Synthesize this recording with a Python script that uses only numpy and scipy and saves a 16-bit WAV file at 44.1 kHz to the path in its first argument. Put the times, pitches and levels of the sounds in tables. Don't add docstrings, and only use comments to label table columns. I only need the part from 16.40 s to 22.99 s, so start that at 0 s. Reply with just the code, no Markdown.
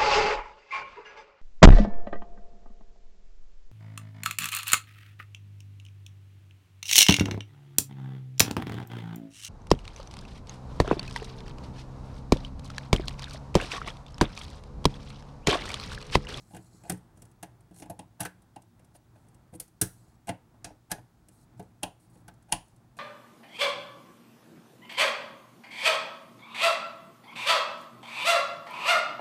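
import sys
import numpy as np
from scipy import signal
from scipy.fft import rfft, irfft, next_fast_len
from scipy.io import wavfile
from scipy.ndimage import uniform_filter1d, map_coordinates

SR = 44100
rng = np.random.default_rng(int(sys.argv[2]) if len(sys.argv) > 2 else 0)


def persist_wave(psi):
    counts = np.round(np.clip(psi, -1, 1) * 32767).astype(np.int16)
    wavfile.write(sys.argv[1], SR, np.atleast_2d(counts).T)


def linear_from_db(decibels):
    return 10 ** (np.asarray(decibels, float) / 20)


N = 290551
SPAN = SR * 3 // 10


def unit(x):
    return x / np.sqrt(np.mean(x ** 2) + 1e-20)


def along(points, hz):
    f, v = np.transpose(points)
    return np.interp(np.log(hz + 1), np.log(f + 1), v)


def wobble(rate):
    knots = rng.standard_normal(int(N * rate / SR) + 4)
    return map_coordinates(knots, [np.arange(N) * rate / SR])


def filtered(x, response):
    m = next_fast_len(x.shape[-1] + 4096)
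    spectrum = rfft(x, m) * response(np.fft.rfftfreq(m, 1 / SR))
    return irfft(spectrum, m)[..., :x.shape[-1]]


def hump(hz, centre, db, octaves):
    return linear_from_db(db * np.exp(-(np.log2((hz + 1) / centre) / octaves) ** 2))


def room_tone():
    # f/Hz, density/dB per Hz
    drone_shape = [(12, -57), (20, -27), (60, -9), (86, -22), (102, -2), (122, 2), (145, -12), (176, -6),
                   (203, -19), (235, -8), (274, -20), (312, -10), (450, -25), (580, -55), (990, -120)]
    # f/Hz, density/dB per Hz
    rumble_shape = [(15, -31.5), (28, -16.5), (75, -9), (260, -24), (420, -43), (900, -120)]
    # f/Hz, density/dB per Hz
    air_shape = [(260, -30), (450, -4), (538, -5), (653, -2), (879, -2), (991, -5), (1370, -8),
                 (2980, -22.5), (3460, -21.5), (4020, -23.5), (5330, -25), (7620, -26), (15800, -31)]
    # t/s, level/dB
    hands = [(0.0, 1), (0.14, -3), (0.53, 1.5), (1.15, -2.5), (1.49, 1), (1.61, -2.5), (2.461, -2.5),
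             (2.729, -2), (4.86, -3), (5.21, -0.5), (5.59, -1.5), (6.2, -2), (6.59, -2.5)]
    busy_db = np.interp(np.arange(N) / SR, *np.transpose(hands))
    drone = unit(filtered(rng.standard_normal(N),
                          lambda hz: linear_from_db(along(drone_shape, hz)) + linear_from_db(along(rumble_shape, hz))))
    air = unit(filtered(rng.standard_normal(N), lambda hz: linear_from_db(along(air_shape, hz))))
    below = lambda hz: 1 / (1 + (hz / 2600) ** 4)
    low, high = filtered(air, lambda hz: [below(hz), 1 - below(hz)])
    stir_db = 1.5 * wobble(7)
    drone_db = -56.5 + busy_db + stir_db - 1.58
    low_air_db = -68.5 + 0.98 * busy_db + 1.1 * stir_db - 1.28
    return linear_from_db(drone_db) * drone + linear_from_db(low_air_db) * unit(low) + linear_from_db(-78.0) * unit(high)


def whine():
    # f/Hz, level/dB
    whistle = [(15735, -94)]
    (hz, db), = whistle
    return linear_from_db(db + 5.0 + 2 * wobble(8)) * np.sin(2 * np.pi * hz * np.arange(N) / SR)


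def patchy(x, db):
    z = signal.stft(x, nperseg=256)[2]
    field = uniform_filter1d(rng.standard_normal(z.shape), size=5, axis=0)
    field = uniform_filter1d(field, size=9, axis=1)
    return signal.istft(z * linear_from_db(db * unit(field)), nperseg=256)[1][:len(x)]


def blade_body(x, modes):
    def response(f):
        total = 0
        for k, (centre, width, db) in enumerate(modes):
            total = total + (-1) ** k * linear_from_db(db) * 1j * f * width / (centre ** 2 - f ** 2 + 1j * f * width)
        return total ** 2
    return unit(filtered(x, response))


def rubbing():
    # start t/s, end t/s, start level/dB, end level/dB, share of upper resonances/0-1
    strokes = [(0.0, 0.072, -65, -78, 0.37), (0.068, 0.17, -75, -58.5, 0.73),
               (0.184, 0.422, -71.5, -67.5, .25), (0.43, 0.477, -72, -61.5, 0.24),
               (0.757, 0.923, -75, -79, .45), (1.32, 1.36, -83, -65, .6), (1.37, 1.432, -60, -59, .75),
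               (1.436, 1.49, -77, -86, 1), (2.535, 2.563, -81, -56, 0.87), (2.754, 2.95, -76.5, -86, 0.5),
               (3.125, 3.155, -79, -48.5, 0.97), (3.533, 3.757, -70.5, -80.5, 0.36),
               (4.91, 5.048, -70.5, -73.5, 0.7), (5.176, 5.3, -71, -84.5, .5),
               (5.599, 5.677, -67, -77.5, 0.77), (5.698, 5.749, -74.5, -69, 0.74),
               (5.766, 5.817, -72, -75, 0.6), (6.256, 6.414, -73, -96, 0.16), (6.58, 6.579, -101, -54, 0.3)]
    # f/Hz, width/Hz, level/dB
    blade_modes = [(4100, 610, -2), (5640, 1700, -3), (7050, 950, 0), (7970, 370, 0), (8600, 700, -2.5),
                   (9800, 620, 0.5), (11690, 3600, -6.5)]
    t = np.arange(N) / SR
    level = np.zeros(N)
    for start, end, start_db, end_db, _ in strokes:
        stroke_db = np.interp(t, [start, end], [start_db, end_db], left=-140)
        level += linear_from_db(stroke_db - 1495 * (t - end).clip(0))
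    level = uniform_filter1d(level, size=300)
    middles = [(stroke[0] + stroke[1]) / 2 for stroke in strokes]
    upper = np.interp(t, middles, [stroke[4] for stroke in strokes]).clip(0, 1)
    slips = patchy(rng.standard_normal(N), 2.2) * linear_from_db(2 * wobble(900) + 2 * wobble(60))
    low, high = blade_body(slips, blade_modes[:4]), blade_body(slips, blade_modes[4:])
    return linear_from_db(-0.5) * level * (np.sqrt(1 - upper) * low + np.sqrt(upper) * high)


def firm_knocks():
    # t/s, crack level/dB, edge ring level/dB, bracket ring level/dB, chassis thump level/dB
    on_rim = [
        (0.1346, -71, -56, -44, -40),
        (1.5924, -35.5, -43.5, -37, -38.5),
        (5.4325, -18.5, -24.5, -26.5, -31.5),
        (6.124, -8, -19.5, -24, -30),
    ]
    on_head = [
        (0.4977, -18.5, -29.5, -32, -26),
        (1.0288, -33.5, -39.5, -36.5, -41),
        (1.8513, -29.5, -29.5, -35, -35),
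        (2.7564, -74, -63, -55, -64.5),
        (5.1961, -47, -50, -37, -35),
    ]
    in_slot = [
        (1.4988, -36, -50.5, -33, -34),
        (1.805, -21, -32, -38.5, -28),
    ]
    on_washer = [
        (2.1614, -46.5, -48.5, -36.5, -43),
        (3.8913, -28.5, -29.5, -26, -26),
        (4.3041, -62, -61, -47, -44.5),
        (4.5815, -70, -55, -45, -46),
    ]
    glancing = [
        (1.4214, -41.5, -46, -43.5, -38),
        (2.5497, -59, -59.5, -52.5, -58),
        (4.2446, -28, -39.5, -43.5, -42.5),
    ]
    snaps = [
        (3.1998, -24, -56.5, -53.5, -48),
        (3.4147, -8, -28.5, -37.5, -21.5),
    ]
    on_shank = [
        (4.516, -16.5, -28, -34.5, -32),
        (5.881, -42.5, -45, -45, -43.5),
    ]
    # bracket f/Hz, edge f/Hz, chassis f/Hz, contact t60/s,
    # hollow knock over the mean of bracket and chassis/dB
    spots = [
        (817, 3000, 221, 0.018, -8.5),
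        (787, 1740, 175, 0.034, -4),
        (712, 1800, 159, 0.057, -10),
        (786, 2000, 227, 0.027, -9),
        (738, 2000, 255, 0.038, -3.5),
        (731, 1900, 145, .045, 1),
        (830, 1720, 178, 0.035, -7.5),
    ]
    # brightest f/Hz, top octave lift/dB, clean edge ring over loose rattle/dB, room/dB
    sharpness = [
        (9400, -10, -5, 1.9),
        (9070, 4, -3.5, 1.5),
        (10700, 3, 0.5, 1.3),
        (9200, -13, -1, 0.3),
        (5330, -15, -8, 4.6),
        (9000, 8.5, -1.5, 5),
        (12100, -7.5, 2, 0),
    ]
    kinds = [on_rim, on_head, in_slot, on_washer, glancing, snaps, on_shank]
    rows = []
    for hits, spot, sharp in zip(kinds, spots, sharpness):
        for hit in hits:
            hollow_db = (hit[3] + hit[4]) / 2 + spot[4]
            rows.append((*hit, hollow_db, *spot[:3], *sharp, spot[3]))
    return rows


def light_contacts():
    # t/s, crack level/dB
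    ticks = [(0.245, -57), (0.7735, -51.5), (0.8208, -42.5), (0.8529, -50), (0.9143, -55.5), (1.207, -54.5),
             (1.3438, -52.5), (1.3625, -45), (1.3861, -46.5), (1.3995, -41), (1.8636, -37.5),
             (2.0207, -55.5), (2.2201, -52.5), (2.4468, -57), (2.8854, -55), (2.9456, -53.5), (3.28, -52),
             (3.6088, -62), (4.8857, -46), (5.9398, -58.5), (6.0247, -57.5), (6.282, -57), (6.3626, -57)]
    # t/s, crack level/dB, bracket ring level/dB, chassis thump level/dB
    scuffs = [(0.1078, -59, -51.5, -53), (0.1467, -44, -43.5, -39), (0.166, -41, -41.5, -38),
              (0.1898, -68, -54, -43.5), (0.34, -76, -74, -48.5), (0.4363, -49, -55, -47),
              (0.5209, -30, -73, -27.5), (1.311, -61, -58, -42.5), (1.4585, -54, -51, -44),
              (1.8308, -33, -42, -42), (1.9412, -71, -86, -55), (2.3944, -58, -63, -51.5),
              (3.1298, -66, -52.5, -39.5), (3.138, -47.5, -51.5, -40), (3.1517, -51.5, -76, -39.5),
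              (3.8723, -40, -45, -45), (3.8809, -39.5, -31, -37), (4.1415, -69.5, -59.5, -63),
              (4.5464, -65, -44, -38.5), (5.227, -55.5, -71, -44), (5.755, -58, -62, -48.5),
              (6.4438, -82, -63.5, -55), (6.569, -50.5, -54.5, -49.5), (0.451, -56, -44, -46),
              (4.268, -62, -42.5, -43.5), (0.575, -53, -76, -49), (2.87, -71, -70, -56)]
    # t/s, crack level/dB, bracket ring level/dB,
    # chassis thump level/dB, contact t60/s
    touches = [
        (0.474, -55, -50, -49, 0.27),
        (1.796, -41, -34, -61, 0.15),
        (4.498, -49, -46, -70, 0.17),
        (4.508, -40.5, -40, -54.5, 0.027),
        (5.426, -49, -35, -67, 0.079),
        (6.085, -59.5, -48.5, -54.5, 0.17),
        (6.118, -38.5, -40, -61, 0.061),
    ]
    # bracket f/Hz, edge f/Hz, chassis f/Hz, crack f/Hz, top lift/dB, clean ring/dB, room/dB
    light_spot = (770, 2000, 180, 8600, 0.5, 0.5, 0.3)
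    t60 = 0.034
    light = [(s, db, db - 17.5, db - 15.5, db - 5.5, t60) for s, db in ticks]
    for s, db, ring_db, thump_db in scuffs:
        edge_db = db - 5 + 0.38 * (ring_db - db)
        light.append((s, db, edge_db, ring_db, thump_db, t60))
    light += [(s, db, db - 0.5, ring_db, thump_db, life) for s, db, ring_db, thump_db, life in touches]
    return [(*hit[:5], hit[4] - 7.5, *light_spot, hit[5]) for hit in light]


def chatter(t60, rise, stretch):
    t = np.arange(SPAN) / SR
    build_up = (1 - np.exp(-t / (rise + 0.054 * (t60 - 0.065).clip(0)))) ** 2
    decay = linear_from_db(-60 * t / (stretch * t60.clip(0.008, 0.2)))
    return build_up * decay * rng.standard_normal((len(t60), SPAN))


def to_peak(rows, width_s):
    power = np.abs(uniform_filter1d(rows ** 2, size=max(int(width_s * SR), 1), axis=1))
    return rows / np.sqrt(power.max(axis=1, keepdims=True))


def rung(force, modes, pitch, focus_db):
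    hz, db, t60 = np.transpose(modes)[:, :, None]
    t = np.arange(SPAN) / SR
    favour_db = 1.8 * rng.standard_normal((len(force), len(modes)))
    favour_db = favour_db - np.minimum(focus_db * np.abs(np.log2(hz.T / pitch)), 15)
    sense = (-1) ** np.arange(len(modes))
    partials = linear_from_db(db - 60 * t / t60) * np.sin(2 * np.pi * hz * t)
    ring = (linear_from_db(favour_db) * sense) @ partials
    return signal.fftconvolve(force, ring, axes=1)[:, :SPAN]


def bright_crack(t60, crack_hz, top_db):
    # f/Hz, density/dB per Hz
    crack_shape = [(2060, -22.5), (3500, -17.5), (4750, -16), (6120, -11), (7000, -11.5), (8470, -9.5),
                   (9870, -7.5), (11700, -12.5), (12900, -20), (14100, -22.5), (16000, -32.5)]
    bright = lambda hz: linear_from_db(along(crack_shape, hz)) * hump(hz, crack_hz, 5, 0.22) * hump(hz, 15000, top_db, 0.4)
    return to_peak(filtered(chatter(t60, 0.0022, 0.7), bright), 0.0021)


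def loose_rattle(t60, edge_hz):
    return to_peak(filtered(chatter(t60, 0.0043, 1.5), lambda hz: hump(hz, edge_hz, 21, 1.96)), 0.004)


def edge_ring(t60, edge_hz):
    # f/Hz, level/dB, t60/s
    edge_modes = [(1404, -28, .03), (1522, 4.5, 0.08), (1668, 0.5, 0.084), (1984, -4, 0.04),
                  (2086, 4, 0.0096), (2510, -2, 0.1), (2770, 4.5, 0.052), (2830, 4, 0.036),
                  (3180, 1, 0.039), (3253, -2.5, 0.078), (3405, 1.5, 0.0084), (4040, -14, 0.029)]
    return to_peak(rung(chatter(t60, 0.0012, 0.22), edge_modes, edge_hz, 16), 0.0055)


def bracket_ring(t60, bracket_hz):
    # f/Hz, level/dB, t60/s
    bracket_modes = [(598.3, 2.5, 0.051), (696.5, 6, 0.054), (768.5, -2, 0.04), (851, 3.5, 0.052),
                     (976, -9, 0.11), (1000, -3.5, 0.024)]
    blow = np.abs(chatter(t60, 0.00019, 0.032)) + 0.1 * chatter(t60, 0.0015, 1.0)
    swell = 1 - np.exp(-np.arange(SPAN) / SR / 0.0094)
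    return to_peak(rung(blow, bracket_modes, bracket_hz, 61.3) * swell, 0.0054)


def hollow_knock(t60):
    # f/Hz, level/dB, t60/s
    box_modes = [(324.4, 2, 0.11), (422.4, -5.5, 0.11), (495.5, -3.5, 0.1), (620, -10, 0.016)]
    return to_peak(rung(chatter(t60, 0.0019, 1.0), box_modes, 430, 0), 0.007)


def chassis_thump(t60, chassis_hz):
    # f/Hz, level/dB, t60/s
    chassis_modes = [(97.2, 2, 0.17), (122.5, 0, 0.21), (181.4, 0.5, 0.19), (264, -5, 0.17),
                     (302.2, 5, 0.17)]
    thump = rung(np.abs(chatter(t60, 0.00064, 0.098)), chassis_modes, chassis_hz, 34)
    return to_peak(signal.lfilter(*signal.butter(2, 2 * 60 / SR, "high"), thump), 0.019)


def low_push(crack_db):
    t = np.arange(SPAN) / SR
    return linear_from_db(crack_db - 29 - 60 * t / 0.21) * np.sin(2 * np.pi * 33 * t) * (1 - np.exp(-t / 0.0099))


def room(near):
    # f/Hz, t60/s
    room_t60 = [(150, 0.33), (1000, 0.17), (4000, 0.19), (9000, 0.12), (13000, 0.12), (16000, 0.21)]
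    # f/Hz, level/dB
    room_send = [(300, -13), (800, -7), (1600, -6), (3500, -12.5), (9000, -11), (14000, -11)]
    hz, when, z = signal.stft(rng.standard_normal(near.shape), SR, nperseg=256)
    near_walls = linear_from_db(-60 * when / along(room_t60, hz)[:, None])
    far_end = linear_from_db(-19.5 - 60 * when / 0.4)
    tail = signal.istft(z * (near_walls + far_end), SR, nperseg=256)[1][:, :SPAN]
    tail = tail / np.linalg.norm(tail, axis=1, keepdims=True)
    colour = np.sqrt(np.abs(uniform_filter1d(np.abs(rfft(near)) ** 2, size=130, axis=1)))
    send = linear_from_db(along(room_send, np.fft.rfftfreq(SPAN, 1 / SR)))
    answer = irfft(rfft(tail) * colour * send, SPAN)
    t = np.arange(SPAN) / SR
    return answer * (1 - np.exp(-t / 0.002)) ** 2 * np.clip(t[::-1] / 0.038, 0, 1)


def contacts():
    columns = np.array(firm_knocks() + light_contacts()).T[:, :, None]
    s, crack_db, edge_db, bracket_db, chassis_db, hollow_db = columns[:6]
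    bracket_hz, edge_hz, chassis_hz, crack_hz, top_db, clean_db, wet_db, t60 = columns[6:]
    crack = linear_from_db(crack_db - 9) * bright_crack(t60, crack_hz, top_db)
    rattle = linear_from_db(-clean_db / 2 - 11.5) * loose_rattle(t60, edge_hz)
    edge = linear_from_db(edge_db) * (linear_from_db(clean_db / 2 - 9.5) * edge_ring(t60, edge_hz) + rattle)
    bracket = linear_from_db(bracket_db - 4.5) * bracket_ring(t60, bracket_hz)
    hollow = linear_from_db(hollow_db - 5.5) * hollow_knock(t60)
    chassis = linear_from_db(chassis_db - 9.0) * chassis_thump(t60, chassis_hz)
    near = crack + edge + bracket
    heard = near + chassis + hollow + low_push(crack_db) + linear_from_db(wet_db) * room(near)
    where = np.round((s - 0.0018) * SR).astype(int) + np.arange(SPAN)
    return np.bincount(where.ravel(), heard.ravel(), N + SPAN)[:N]


def scene():
    return (room_tone() + whine() + rubbing() + contacts())[None]


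def band_limit(x):
    return signal.sosfilt(signal.butter(12, 16800, fs=SR, output="sos"), x)


def record(dry):
    rounded = dry / (1 + np.abs(dry / 0.27) ** 4) ** (1 / 4)
    mix = filtered(rounded, lambda hz: 1 / (1 + (hz / 15950) ** 100))
    return band_limit(mix)


dry = scene()
out = record(dry)
persist_wave(out)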